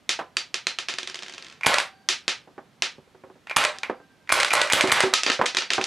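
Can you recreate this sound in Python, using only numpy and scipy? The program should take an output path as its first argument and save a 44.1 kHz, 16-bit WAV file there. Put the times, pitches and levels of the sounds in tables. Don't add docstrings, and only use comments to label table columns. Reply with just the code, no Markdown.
import sys
import numpy as np
from scipy import signal
from scipy.fft import rfft, irfft
from scipy.io import wavfile
from scipy.ndimage import uniform_filter1d

SR = 44100
rng = np.random.default_rng(int(sys.argv[2]) if len(sys.argv) > 2 else 0)


def gain_from_decibels(decibels):
    exponent = np.asarray(decibels, float) / 20
    return 10 ** exponent


def put_to_file(sound):
    columns = np.atleast_2d(sound).T
    safe = np.clip(columns, -1, 1)
    whole_steps = np.round(safe * 32767)
    wavfile.write(sys.argv[1], SR, whole_steps.astype(np.int16))


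N = 258426
TIME = np.arange(N) / SR

# [t/s, pop level/dB, hammer level/dB, breech knock level/dB]
SHOTS = [(1.6661, -3, -5.5, -14.5), (3.5671, -4, -8.5, -3.5), (4.3236, -2.5, -11, -2),
         (4.5354, -6.5, -12, -2), (4.7339, -7, -16, -9), (4.9224, -4, -1.5, -6)]
HAMMER_S, KNOCK_S = -0.004, 0.0167
# [t after pop/s, relative rattle level/dB]
BOLT_TRAVEL = [(0, 23), (.01, -12.5), (.03, -0.5), (0.062, -1), (.09, -1.5), (.12, -17), (.16, -30),
               (.2, -22)]
BLOW_BACK_DB = -23.5
# [f/Hz, level/dB, t60/s]
SPRING_MODES = [(775, -44, 1.1), (1580, -52, 2.5), (4650, -52, 1.)]
# [t/s, level/dB, rebound delay/s, rebound level/dB]
REAR_STOP = [(1.738, -15.5, .0036, -3), (3.6391, -8.5, 0.011, -3.5), (4.4009, -5.5, 0.0058, -5.5),
             (4.6161, -0.5, 0.011, -30), (4.8094, 1, 0.0073, -11), (5.005, -0.5, .0077, -9)]
# [t/s, level/dB, room feed/dB]
CLACKS = [(1.7839, -3, -3), (1.8008, -7, -25), (4.4315, -0.5, -24), (4.4472, -2.5, -4), (4.4822, -16, -9),
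          (4.6735, -17, -2), (4.8737, -13, 1.5), (5.0256, -10.5, 4)]
CLACK_HARDNESS_DB, CLACK_RING_DB = -5.5, -16
# [t/s, level/dB]
TRIGGER = [(1.6103, -25), (3.4707, -27.5), (3.8326, -12), (4.2744, -37.5)]
# [t/s, level/dB, second touch delay/s]
SEAR_RELEASE = [(1.6338, -14, .014), (3.4971, -16.5, 0.014), (4.2926, -10.5, 0.0093), (4.5053, -9, .0115),
                (4.7001, -8, 0.02), (4.8967, -12, .0101)]
RETOUCH_LOSS_DB = 2
BOUNCES = [(0.0922, -2, -2.3, -2, None), (0.3689, -2, -2.5, -7.5, 4650), (0.5425, -7.5, -3.5, -5.5, None),
           (0.669, -3.5, -4, -7, 4150), (0.7867, -10.5, -4, -5.5, None), (0.8854, -9.5, -4.5, -0.3, None),
           (2.0882, 0, -2, -2, None), (2.2803, -2.5, -4, -2.5, None), (2.8222, -2, -4, -4.5, None),
           (3.7855, -20.5, -1, -13, None), (4.7237, -1, 6, -7, None), (5.1378, 1.5, -2, -3, 1280),
           (5.2338, -4, -2.5, -6.5, 2660), (5.264, -4, -6, -1.5, 4630), (5.3001, -4, -7, -20, 1280),
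           (5.304, -2.5, -6.5, -6, None), (5.3177, -5.5, -2.5, -4.5, None),
           (5.4583, -10.5, -3.2, -3.5, None), (5.4623, -4, -2.9, -5, None), (5.548, -8.5, -5, -7.5, 2000),
           (5.5693, -4.5, -3.5, -5, None), (5.5714, 0, -4.5, -4, None), (5.5857, -7, -6, -27, 4650),
           (5.6212, -15.5, -6, -3.5, 4650), (5.7042, -4, -6, -3.5, None), (5.7343, -3, -2.8, -5, None),
           (5.8131, -10, -5.5, -6.5, None), (5.8408, -6.5, -1, -8, None)]
BOUNCE_RING_DB = -11
# [t/s, level/dB]
TAPS = [(0.9181, -30), (0.9388, -16), (0.9851, -12.5), (1.0307, -19), (1.0741, -16.5), (1.0978, -22),
        (1.1444, -18.5), (1.1563, -19), (1.1905, -22.5), (1.2232, -21.5), (1.2326, -21), (1.2633, -25),
        (1.2832, -19), (1.2962, -24.5), (1.3239, -29), (1.338, -25), (1.3468, -29), (1.3806, -23)]
SETTLE_S, SETTLE_GAP_S, GAP_SHRINKS = 1.4241, 0.0225, 0.88
SETTLE_DB, SETTLE_LOSS_DB = -26.5, 1.3
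# [t/s, rattle level/dB]
ROCKING = [(1.0, -92), (1.25, -56.5), (1.45, -56), (1.53, -62.5), (1.58, -59)]
# [t/s, level/dB, room feed/dB, ring/dB, favoured f/Hz]
THUDS = [(0.1904, -16.5, -0.3, -26, 1000), (0.21, -28.5, 2, -5.5, 1000), (2.475, -41, 2, 1.5, 290),
         (2.58, -28, -2, -16, 380), (2.9836, -40, -7, 6.5, 150), (3.0744, -47.5, -6, -8, 290),
         (3.1472, -40.5, -11.5, -1.5, 380), (3.2369, -36.5, 2.5, 5, 520), (3.3003, -40, -6, -8, 380),
         (3.3552, -45.5, 6, 0, 290), (3.8967, -10.5, -1.7, -12, 520), (4.001, -40, 0, -6.5, 290),
         (4.839, -9, 0, -2.5, 380), (4.8825, -18.5, 4, 4.5, 1250), (5.036, -11, 4, 1, 380),
         (5.1306, -17, -20, -6, 1030), (5.2801, -17, 7, -9, 1320), (5.392, -17.5, 5, 5, 520),
         (5.414, -2, -4, -32, 1000), (5.4363, -15.5, 2, -24, 1250), (5.781, -12, -0.5, -1, 800)]
THUD_HARDNESS_DB, THUD_HARDER_DB = -1.06, 2.55

STOP_TOUCH = (-4.2, -4, -5.5, 2104)
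REBOUND_TOUCH = (-5, -6, 0, 1049)
TRIGGER_TOUCH = (-.8, -5, -13, None)
SEAR_TOUCH = (1.5, -2, -10.5, 2405)
SEAR_RETOUCH = (-4, -8, -9, 2403.5)
TAP_TOUCH = (-4.5, -7, -12, 360)

# [nominal f/Hz, relative level/dB, t60/s]
GUN_MODES = [(597, -13.5, 0.096), (1123, -36, 0.092), (1352, -24, 0.1), (2023, -17, 0.045),
             (2473, -16.5, 0.03), (3100, -17, 0.0075), (4460, -19, 0.0069), (8210, -17, 0.0074),
             (10100, -28.5, .01)]
SEAR_MODES = [(1050, -13, .025), (2150, -19, .02), (2400, -11, .025)]
CASE_MODES = [(370, -26, .08), (1280, -26, .09), (2000, -31, .04), (2650, -28, .06), (3450, -31, .04),
              (4150, -33, .04), (4650, -33, .05), (5500, -31, .03), (6200, -31, .035)]
SOFT_MODES = [(150, -21, .08), (290, -19, .09), (380, -15, .15), (520, -19, .06), (800, -22, .04),
              (1000, -23, .04), (1250, -27, .03)]
FAVOUR_DB = 12.0
# [f/Hz, relative level/dB]
GUN_CRACK = [(60, -54), (250, -41.5), (600, -17.5), (1100, -6), (2200, 0), (4000, 0), (6500, -3.5),
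             (9000, -3.5), (12000, -17), (16000, -40)]
SEAR_CRACK = [(60, -74), (400, -12.5), (1000, -1.5), (1600, -1.5), (2300, 6.5), (3200, -6.5), (6000, -16.5),
              (11000, -29), (16000, -45)]
CASE_CRACK = [(60, -67.5), (200, -29), (400, -19), (900, -16), (1600, -3.5), (2700, 1), (4500, 2),
              (6500, -1), (9500, -12.5), (12500, -31), (16000, -44)]
SOFT_CRACK = [(40, -70), (100, -57.5), (200, -15), (400, -6), (800, -5), (1500, -8.5), (2500, -18),
              (5000, -31), (16000, -52)]

# [f/Hz, t60/s]
ROOM_T60 = [(150, 0.094), (500, 0.23), (1500, 0.22), (4000, 0.22), (9000, .17), (14000, 0.21)]
ROOM_EDGES_HZ = 32 * 2 ** np.arange(0, 9.1, 0.5)
ECHOES_PER_S, ECHO_DB = 300, 10
# [f/Hz, relative level/dB]
HUSH_COLOUR = [(12, -53), (20, -15), (86, -1), (154, 4), (204, 1.5), (270, 3.5), (301, -1.5), (1480, -9),
               (1860, -10), (3530, -13.5), (16000, -32)]
HUSH_DB = -60
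# [f/Hz, left minus right level/dB]
PORT_LEAN = [(60, -4), (240, -3.0), (950, -2.5), (3770, -1.0), (15000, 1)]


def rms_one(x):
    return x / np.sqrt(np.mean(x ** 2) + 1e-20)


def at_hz(points, hz):
    f, value = np.transpose(points)
    return np.interp(np.log(hz), np.log(f), value)


def band(x, low_hz, high_hz):
    return signal.sosfilt(signal.butter(2, [low_hz, high_hz], "band", fs=SR, output="sos"), x)


def add(out, x, s):
    i = round(s * SR)
    out[..., i:i + x.shape[-1]] += x[..., :N - i]


def coloured(x, points, hardness_db=0):
    size = x.shape[-1]
    hz = np.maximum(np.arange(size // 2 + 1) * SR / size, 1)
    tilt = hardness_db * np.log2(np.maximum(hz, 100) / 2000)
    return irfft(rfft(x) * gain_from_decibels(at_hz(points, hz) + tilt), size)


def contacts(events, crack, modes, chatter_s, grit_db, colour_db):
    hz, db, t60 = np.transpose(modes)[:, :, None]
    lead, t, out = 256, np.arange(4096) / SR, np.zeros((2, N))
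    chance = rng.standard_normal((len(events), 2, len(modes), 1))
    grit = rng.standard_normal((len(events), len(t)))
    for event, (tune, share), noise in zip(events, chance, grit):
        s, level_db, hardness, room_db, ring_db, best_hz = event
        touches = gain_from_decibels(grit_db - 60 * t / chatter_s) * noise * np.abs(noise)
        touches[0] = 1
        impulses = np.roll([t == 0, touches], lead, axis=1)
        click, blow = coloured(impulses, crack, hardness)

        favour = FAVOUR_DB * np.exp(-(np.log2(hz / best_hz) / 0.08) ** 2) if best_hz else 0
        gain = gain_from_decibels(db + ring_db + favour + 2 * share - 60 * t / t60)
        partials = gain * np.sin(2 * np.pi * hz * (1 + 0.012 * tune) * t)
        ringing = np.roll(band(partials.sum(axis=0), 0.59 * hz.min(), 19000), lead)

        if best_hz:
            pair = np.array([click, blow])
            click, blow = pair + gain_from_decibels(colour_db) * band(pair, best_hz / 1.045, best_hz * 1.045)
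        click = click * np.sqrt(np.sum(blow ** 2) / np.sum(click ** 2))
        both = np.array([blow, click]) / np.abs(blow).max() + ringing
        both[:, :lead] *= np.linspace(0, 1, lead) ** 6
        add(out, both * gain_from_decibels([[level_db], [level_db + room_db]]), s - lead / SR)
    return out


def rattle(level_db, crack, per_s, spread_db):
    born = rng.random(N) < per_s / SR
    heights = gain_from_decibels(spread_db * np.minimum(rng.exponential(1, N), 4))
    clicks = born * heights * rng.choice([-1, 1], N)
    return rms_one(coloured(clicks, crack, hardness_db=-8.5)) * gain_from_decibels(level_db)


def muzzle():
    t, out = np.arange(3000) / SR, np.zeros(N)
    centre_s = 0.0015
    since = t - centre_s
    pop = -np.cos(2 * np.pi * 1400 * since) * np.exp(-(since / 0.00042) ** 2)
    thump = gain_from_decibels(-31) * np.sin(2 * np.pi * 150 * t) * gain_from_decibels(-60 * t / 0.06)
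    for s, db, *_ in SHOTS:
        gas = band(rng.standard_normal(len(t)), 6500, 11000)
        spit = gas * (since > 0) * gain_from_decibels(-3 - 60 * since / 0.047)
        add(out, gain_from_decibels(db) * (pop + thump + spit), s - centre_s)
    return out


def blow_back():
    after, shape_db = np.transpose(BOLT_TRAVEL)
    level, spring, t = np.zeros(N), np.zeros(N), TIME[:SR]
    for s, *_ in SHOTS:
        level += gain_from_decibels(BLOW_BACK_DB + np.interp(TIME - s, after, shape_db, -120, -120))
        for hz, mode_db, t60 in SPRING_MODES:
            coil_hz = hz * (1 + 0.012 * rng.standard_normal((3, 1)))
            coils = np.sin(2 * np.pi * (coil_hz * t + rng.random((3, 1))))
            add(spring, gain_from_decibels(mode_db - 60 * t / t60) * coils.sum(axis=0) / 2, s)
    return level * rattle(0, GUN_CRACK, per_s=4000, spread_db=3.5) + spring


def bolt():
    rows = [(s + HAMMER_S, db, -2.5, -4, -9, None) for s, _, db, _ in SHOTS]
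    rows += [(s + KNOCK_S, db, -3.5, -4, -6, 2100) for s, _, _, db in SHOTS]
    rows += [(s, db, *STOP_TOUCH) for s, db, *_ in REAR_STOP]
    rows += [(s + later, db, *REBOUND_TOUCH) for s, _, later, db in REAR_STOP]
    rows += [(s, db, CLACK_HARDNESS_DB, room_db, CLACK_RING_DB, None) for s, db, room_db in CLACKS]
    return contacts(rows, GUN_CRACK, GUN_MODES, chatter_s=0.02, grit_db=-2, colour_db=0)


def sear():
    rows = [(*row, *TRIGGER_TOUCH) for row in TRIGGER]
    rows += [(s, db, *SEAR_TOUCH) for s, db, _ in SEAR_RELEASE]
    rows += [(s + later, db - RETOUCH_LOSS_DB, *SEAR_RETOUCH) for s, db, later in SEAR_RELEASE]
    return contacts(rows, SEAR_CRACK, SEAR_MODES, chatter_s=0.02, grit_db=-5, colour_db=-6)


def cases(count=7):
    k = np.arange(count)
    settle_s = SETTLE_S + SETTLE_GAP_S * (1 - GAP_SHRINKS ** k) / (1 - GAP_SHRINKS)
    settle = zip(settle_s, SETTLE_DB - SETTLE_LOSS_DB * k)
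    rows = [(*row, BOUNCE_RING_DB, hz) for *row, hz in BOUNCES]
    rows += [(*row, *TAP_TOUCH) for row in [*TAPS, *settle]]
    rocking_db = np.interp(TIME, *np.transpose(ROCKING), -120, -120)
    fine = rattle(rocking_db, CASE_CRACK, per_s=740, spread_db=3)
    return contacts(rows, CASE_CRACK, CASE_MODES, chatter_s=0.015, grit_db=-9, colour_db=1.5) + fine


def thuds():
    rows = []
    for s, db, room_db, ring_db, hz in THUDS:
        hardness = THUD_HARDNESS_DB + THUD_HARDER_DB * np.log2(hz / 1000)
        rows.append((s, db, hardness, room_db, ring_db, hz))
    return contacts(rows, SOFT_CRACK, SOFT_MODES, chatter_s=0.076, grit_db=12.5, colour_db=-0.5)


def room(x, wet_db, apart_db):
    t = TIME[:SR // 2]
    echoes = gain_from_decibels(ECHO_DB * (rng.random(len(t)) < ECHOES_PER_S / SR))
    white = rng.standard_normal((2, 2, len(t))) * echoes
    tail = np.zeros((2, len(t)))
    for k, (low, high) in enumerate(zip(ROOM_EDGES_HZ, ROOM_EDGES_HZ[1:])):
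        decay = gain_from_decibels(-60 * t / at_hz(ROOM_T60, np.sqrt(low * high)))
        tail += band(white[k % 2], low, high) * decay
    tail *= 1 - np.exp(-(t / 0.0047) ** 2)
    tail = tail / np.sqrt(np.sum(tail[0] ** 2)) * gain_from_decibels([[wet_db], [wet_db + apart_db]])
    return signal.fftconvolve(x[None], tail, axes=1)[:, :N]


def hush():
    noise = rms_one(coloured(rng.standard_normal((2, N)), HUSH_COLOUR))
    return gain_from_decibels(HUSH_DB) * noise * gain_from_decibels([[0], [-9]])


def limiter(x, from_db, share, attack_s, release_db_s):
    power = uniform_filter1d(np.mean(x ** 2, axis=0), 200, origin=99)
    over = share * np.maximum(10 * np.log10(power + 1e-12) - from_db, 0)
    release = release_db_s * TIME
    held = np.maximum.accumulate(over + release) - release
    r = np.exp(-1 / (attack_s * SR))
    return x * gain_from_decibels(-signal.lfilter([1 - r], [1, -r], held))


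def scene():
    pops, slide = muzzle(), blow_back()
    gun = sear() + bolt() + pops * gain_from_decibels([[0], [-11]]) + slide * gain_from_decibels([[0], [-3]])
    brass, soft = cases(), thuds()
    mid, side = (room(gun[1], wet_db=0.1, apart_db=-15.5)
                 + room(brass[1], wet_db=2.0, apart_db=-14.5)
                 + room(soft[1], wet_db=-7.0, apart_db=-14.5))
    mid = mid + gun[0] + brass[0] + soft[0]
    return np.array([mid + side, mid - side])


def top_cut(x):
    return signal.sosfilt(signal.butter(12, 16440, fs=SR, output="sos"), x)


def record(dry):
    dry = signal.sosfilt(signal.butter(3, 70, "high", fs=SR, output="sos"), dry)
    mid, side = hush()
    left = coloured(dry[0] + mid + side, [(hz, db / 2) for hz, db in PORT_LEAN])
    right = coloured(dry[1] + mid - side, [(hz, -db / 2) for hz, db in PORT_LEAN])
    held = limiter(np.array([left, right]), from_db=-21.5, share=0.46, attack_s=0.00076, release_db_s=126.5)
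    rounded = np.tanh(held)
    mix = signal.sosfilt(signal.butter(4, 13500, fs=SR, output="sos"), rounded)
    mix = signal.sosfilt(signal.butter(2, 35, "high", fs=SR, output="sos"), mix)
    return top_cut(mix)


dry = scene()
out = record(dry)
put_to_file(out)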